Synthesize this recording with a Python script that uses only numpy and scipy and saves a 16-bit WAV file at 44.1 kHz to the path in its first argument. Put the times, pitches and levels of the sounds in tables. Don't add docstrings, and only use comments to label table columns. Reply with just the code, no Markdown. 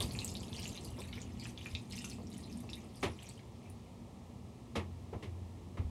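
import sys
import numpy as np
from scipy import signal
from scipy.fft import rfft, irfft, next_fast_len
from scipy.io import wavfile

SR = 44100
rng = np.random.default_rng(int(sys.argv[2]) if len(sys.argv) > 2 else 0)


def generate_wav(signal):
    frames = np.transpose(np.atleast_2d(signal))
    scaled = np.clip(frames, -1, 1) * 32767
    pcm = np.round(scaled).astype(np.int16)
    wavfile.write(sys.argv[1], SR, pcm)


N = 260178

POUR_END_S = 3.9
# start_s, length_s, gain_db, tilt_db_per_octave
SPURTS = [(0.0, 0.0067, -43.5, 2.5), (0.09, 0.43, -61, 0.8), (0.529, 0.23, -55, -2.5),
          (0.793, 0.28, -77, 2), (0.967, 0.12, -65, -1.5), (1.104, 0.12, -63, -4), (1.4, 0.094, -60, -1),
          (1.572, 0.23, -64, -2), (1.893, .24, -57, 0.2), (2.302, 0.35, -65, -2), (2.68, 0.17, -65.5, -1.8),
          (2.934, 0.24, -67, 1.5), (3.192, 0.21, -65.5, -3.5), (3.615, 0.075, -74.5, -5.5)]


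def water():
    flow = stream()
    return room(bubbles() + flow * patter() + droplets(flow), wet_db=-3)


def stream():
    attack_s, sag_db_per_s, release_s = 0.022, 31, 0.019
    dribble_db, drying_db_per_s = -64.5, 4.5
    t = np.arange(N) / SR
    gain = amp(dribble_db - drying_db_per_s * t)
    for start, length, db, _ in SPURTS:
        since = np.clip(t - start, 0, None)
        attack = np.minimum(since / attack_s, 1)
        release = np.exp(-np.clip(since - length, 0, None) / release_s)
        gain += attack * release * amp(db - sag_db_per_s * since)
    return gain * (t < POUR_END_S)


def bubbles():
    # start_s, peak_db, pitch_hz
    clearest = [(0.0053, -29, 3500), (0.0237, -34.5, 8150), (0.0266, -33, 4560), (0.0582, -46, 8800),
                (0.1098, -39.5, 4260), (0.1373, -47, 8180), (0.151, -42, 2460), (0.1617, -43, 6900),
                (0.1895, -31.5, 3970), (0.2177, -39, 2760), (0.2464, -26.5, 7950), (0.2782, -36, 6500),
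                (0.291, -41, 5070), (0.3166, -44, 6950), (0.353, -36.5, 3760), (0.369, -40.5, 4500),
                (0.4077, -44.5, 4740), (0.4328, -44, 3170), (0.53, -40, 3550), (0.565, -40, 4460),
                (0.5986, -40.5, 8800), (0.63, -39.5, 5470), (0.6555, -38.5, 2770), (0.6783, -36, 7240),
                (0.7673, -54, 3880), (0.7759, -37.5, 3860), (0.8517, -42, 4680), (1.0043, -42, 8600),
                (1.018, -44.5, 2530), (1.128, -42, 3650), (1.1317, -42.5, 2880), (1.1787, -44.5, 2200),
                (1.217, -40.5, 6650), (1.3983, -41, 4730), (1.4549, -38, 2520), (1.5765, -39, 3450),
                (1.6126, -45, 2900), (1.6598, -36, 2400), (1.7508, -32, 3720), (1.7505, -34, 2520),
                (1.911, -46, 4060), (1.924, -38.5, 5020), (1.934, -45, 2260), (1.9558, -41, 6070),
                (1.979, -39, 2720), (1.9887, -38, 5200), (2.0433, -47.5, 1380), (2.044, -38, 2710),
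                (2.047, -38, 6140), (2.05, -41, 7400), (2.1, -42.5, 9700), (2.0987, -42.5, 5900),
                (2.115, -42.5, 4220), (2.2707, -48, 5560), (2.3395, -50, 6900), (2.38, -45.5, 9250),
                (2.527, -47, 5080), (2.573, -47, 8500), (2.6917, -45.5, 2610), (2.7, -43.5, 5300),
                (2.7327, -35, 3730), (2.9576, -51, 8600), (3.19, -46.5, 2970), (3.225, -49.5, 2900),
                (3.268, -47, 5640), (3.2908, -41, 8130), (3.297, -46.5, 4440), (3.3937, -52, 2230),
                (3.7, -47.5, 9700)]
    start, db, hz = np.transpose(clearest)
    ring_spread, splat_spread = rng.standard_normal((len(start), 2)).T
    ring_cycles = 3.8 * (hz / 4000) ** 0.5 * np.exp(0.15 * ring_spread)
    rings = pings(start, db, hz, ring_cycles, rise=0.006)
    splat_hz = hz * np.exp(0.18 * splat_spread)
    splats = pings(start, db - 0.3, splat_hz, cycles=np.full(len(start), 0.8), rise=0.011)
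    return rings + splats


def patter():
    # pitch_hz, level_db
    spray = [(1500, -15), (2200, -1.5), (4000, 3.5), (6000, 4.5), (8500, 7), (11000, 0)]
    when, pitch, size, ring = rng.random((3000, 4)).T
    start = when * POUR_END_S
    hz = 1300 * 9.26 ** pitch
    db = np.minimum(-4.5 * np.log(size), 12) + along(spray, hz)
    spurt_start, _, _, tilt = np.transpose(SPURTS)
    db += tilt[np.searchsorted(spurt_start, start) - 1] * np.log2(hz / 4000)
    return unit(pings(start, db, hz, cycles=1.4 + 7.3 * ring ** 2, rise=0.023))


def pings(start, db, hz, cycles, rise):
    t = np.arange(512) / SR
    turns, life = hz[:, None] * t, cycles[:, None]
    envelope = np.exp(-turns / life) * (1 - np.exp(-turns / 1.15))
    wave = envelope * np.sin(2 * np.pi * turns * (1 + rise * turns / life))
    wave *= amp(db)[:, None] / np.abs(wave).max(axis=1, keepdims=True)
    at = np.round(start * SR).astype(int)[:, None] + np.arange(len(t))
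    return np.bincount(at.ravel(), wave.ravel(), N + SR)[:N]


def droplets(flow):
    # start_s, peak_db
    bursts = [(0.0044, -26.5), (0.134, -38), (0.245, -43), (0.278, -40), (0.341, -38), (0.3693, -41),
              (0.431, -42), (0.848, -33), (0.9063, -43.5), (1.3967, -46), (1.6561, -43), (1.9075, -44),
              (1.9654, -36), (2.0438, -38), (2.303, -44), (2.526, -48), (2.605, -39.5), (2.755, -40),
              (3.2315, -41)]
    # frequency_hz, density_db
    tick = [(1000, -28), (4000, -24), (8000, -3), (11500, -1), (14000, -21), (16000, -34)]
    when, size = rng.random((110, 2)).T
    prickle = struck(when * POUR_END_S, 4 + np.minimum(-4 * np.log(size), 10), causal(tick))
    return struck(*np.transpose(bursts), causal(tick)) + flow * prickle


def knocks():
    # start_s, level_db, relative_ring_db, brightness_db_per_octave
    blows = [(0.002, -45, -4, -3), (0.976, -50, -22, -8.5), (1.151, -59, -8, 4), (2.181, -53, -11, -15),
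             (2.629, -56.5, -15, -10), (2.83, -62.5, -2, -4), (3.027, -35, -2, 1.5),
             (4.753, -38.5, 4.5, 1.5), (5.126, -45, -8, -7), (5.224, -53.5, 9.5, 4), (5.77, -49, 1.5, -2.5)]
    # frequency_hz, density_db
    wood = [(88, -23), (150, -2), (389, 0), (521, -3), (711, -6), (799, -5.5), (1130, -4.5), (1460, -12),
            (1990, -9), (3180, -12), (4340, -20.5), (11500, -35.5), (15700, -68)]
    # pitch_hz, width_hz, gain_db
    wood_modes = [(212, 22, 0.5), (398, 64, -2.5), (2140, 120, -17.5)]
    out, t = np.zeros(N + SR), np.arange(SR // 2) / SR
    build = 1 - np.exp(-t / 0.0042)
    for start, db, _, brightness in blows:
        tilt = lambda hz: amp(brightness * np.clip(np.log2(hz / 700 + 1e-9), 0, 2.5))
        answer = filtered(tail()[:len(t)] * build, lambda hz: causal(wood)(hz) * tilt(hz))
        onset_rms = np.sqrt(np.mean(answer[:2000] ** 2))
        out[round(start * SR):][:len(t)] += amp(db) * answer / onset_rms
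    start, db, ring_db, _ = np.transpose(blows)
    ring = struck(start + 0.004, db + ring_db, resonances(wood_modes))
    return out[:N] + room(ring, wet_db=6)


def thuds():
    # start_s, level_db, pitch_hz
    loads = [(0.0, -33, 99), (0.04, -34, 81.5), (1.732, -36, 84), (3.056, -35, 94), (3.094, -36.5, 91),
             (4.774, -33.5, 88), (5.155, -34, 88), (5.793, -27, 87.6), (5.846, -30.5, 74), (5.873, -38, 73)]
    out, t = np.zeros(N + SR), np.arange(SR // 4) / SR
    envelope = t / 0.011 * np.exp(1 - t / 0.0096)
    for start, db, hz in loads:
        out[round(start * SR):][:len(t)] += amp(db) * envelope * np.sin(2 * np.pi * hz * t)
    return out[:N]


def rumble():
    # time_s, boom_db, drone_db
    levels = [(0.1, -44.5, -45), (0.28, -48.5, -49), (0.84, -46, -48.5), (1.08, -49, -52),
              (1.41, -50, -50.5), (1.76, -50, -51.5), (2.02, -52, -49), (2.51, -50.5, -46.5),
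              (3.25, -53.5, -56.5), (4.23, -53.5, -55.5), (4.56, -54.5, -56), (4.93, -51, -54.5),
              (5.27, -51, -59), (5.9, -51.5, -52)]
    # pitch_hz, width_hz, gain_db
    boom_modes = [(61.1, 20.2, -10.5), (88, 11.5, -6.5), (116.7, 15.4, -9.5)]
    # pitch_hz, width_hz, gain_db
    drone_modes = [(140, 24, -3.5), (190.1, 11.5, 3), (235, 17.5, 4), (356, 88, -12.5), (437, 20.5, -13.5)]
    boom_db, drone_db = curves(levels)
    boom = noise(lambda hz: resonances(boom_modes)(hz) * hz ** 2 / (hz ** 2 + 45 ** 2))
    drone = noise(resonances(drone_modes))
    return amp(boom_db) * boom + amp(drone_db) * drone


def hum():
    # start_s, level_db
    swells = [(4.78, -44), (5.25, -42)]
    pitch_hz, rise_s, fade_db_per_s = 88, 0.034, 36
    t, gain = np.arange(N) / SR, np.zeros(N)
    for start, db in swells:
        since = np.clip(t - start, 0, None)
        gain += np.minimum(since / rise_s, 1) * amp(db - fade_db_per_s * since)
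    waver = 0.5 * noise(lambda hz: hz < 8)
    return gain * unit(np.sin(2 * np.pi * pitch_hz * t + waver))


def air():
    # frequency_hz, density_db
    spectrum = [(190, -43), (330, -3.5), (572, -9.5), (815, -10.5), (928, -11.5), (1350, -20), (1460, -32),
                (2530, -29.5), (4100, -32.5), (4450, -34.5), (4980, -34), (8760, -37), (15700, -53)]
    # time_s, level_db
    hush_levels = [(0.0, -54.5), (1.53, -61), (5.9, -61.5)]
    split_hz, hiss_db = 1600, -69.5
    hush = noise(lambda hz: amp(along(spectrum, hz)) * (hz < split_hz))
    hiss = noise(lambda hz: amp(along(spectrum, hz)) * (hz >= split_hz))
    return amp(curves(hush_levels)[0]) * hush + amp(hiss_db) * hiss


def room(x, wet_db):
    # delay_s, gain_db
    walls = [(.0042, -5.5), (.0075, -21), (0.0109, -18), (0.0138, -21)]
    out = np.pad(x, (0, SR))
    for delay, db in walls:
        out[round(delay * SR):][:N] += amp(db) * x
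    step, predelay = SR // 4, 200
    for at in range(0, N, step):
        wet = signal.fftconvolve(x[at:at + step], tail())
        out[at + predelay:][:len(wet)] += amp(wet_db) * wet
    return out[:N]


def tail():
    # frequency_hz, t60_s
    decay_times = [(200, 0.24), (1000, 0.22), (4000, 0.16), (12000, 0.17)]
    hz, t, spectra = signal.stft(rng.standard_normal(SR // 2), SR, nperseg=256)
    decay_db = -60 * t / along(decay_times, hz)[:, None] - 3 * (t / 0.18) ** 3
    out = signal.istft(spectra * amp(decay_db), SR, nperseg=256)[1]
    return out / np.linalg.norm(out)


def amp(db):
    return 10 ** (np.asarray(db) / 20)


def unit(x):
    return x / np.sqrt(np.mean(x ** 2) + 1e-20)


def along(points, hz):
    f, value = np.transpose(points)
    return np.interp(np.log(hz + 1), np.log(f + 1), value)


def curves(rows):
    times, *columns = np.transpose(rows)
    return [np.interp(np.arange(N) / SR, times, column) for column in columns]


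def filtered(x, response):
    size = next_fast_len(len(x) + SR // 2)
    return irfft(rfft(x, size) * response(np.fft.rfftfreq(size, 1 / SR)), size)[:len(x)]


def noise(response):
    return unit(filtered(rng.standard_normal(N), response))


def struck(start, db, response):
    impulses = np.bincount(np.round(start * SR).astype(int), amp(db), N)[:N]
    peak = np.abs(filtered(np.arange(SR) == 0, response)).max()
    return filtered(impulses, response) / peak


def resonances(modes):
    return lambda hz: sum((-1) ** k * amp(db) * 1j * hz * width / (pitch ** 2 - hz ** 2 + 1j * hz * width)
                          for k, (pitch, width, db) in enumerate(modes))


def causal(points):
    def response(hz):
        cepstrum = irfft(np.log(amp(along(points, hz)) + 1e-6))
        half = len(cepstrum) // 2
        cepstrum[1:half] *= 2
        cepstrum[half + 1:] = 0
        return np.exp(rfft(cepstrum))
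    return response


def scene():
    return (water() + knocks() + thuds() + rumble() + air() + hum())[None]


def record(dry):
    notch_hz, width_hz, depth, top_hz = 1520, 350, 0.52, 15827
    notch = lambda hz: 1 - depth * resonances([(notch_hz, width_hz, 0)])(hz)
    return filtered(dry[0], lambda hz: notch(hz) * (hz < top_hz))[None]


dry = scene()
out = record(dry)
generate_wav(out)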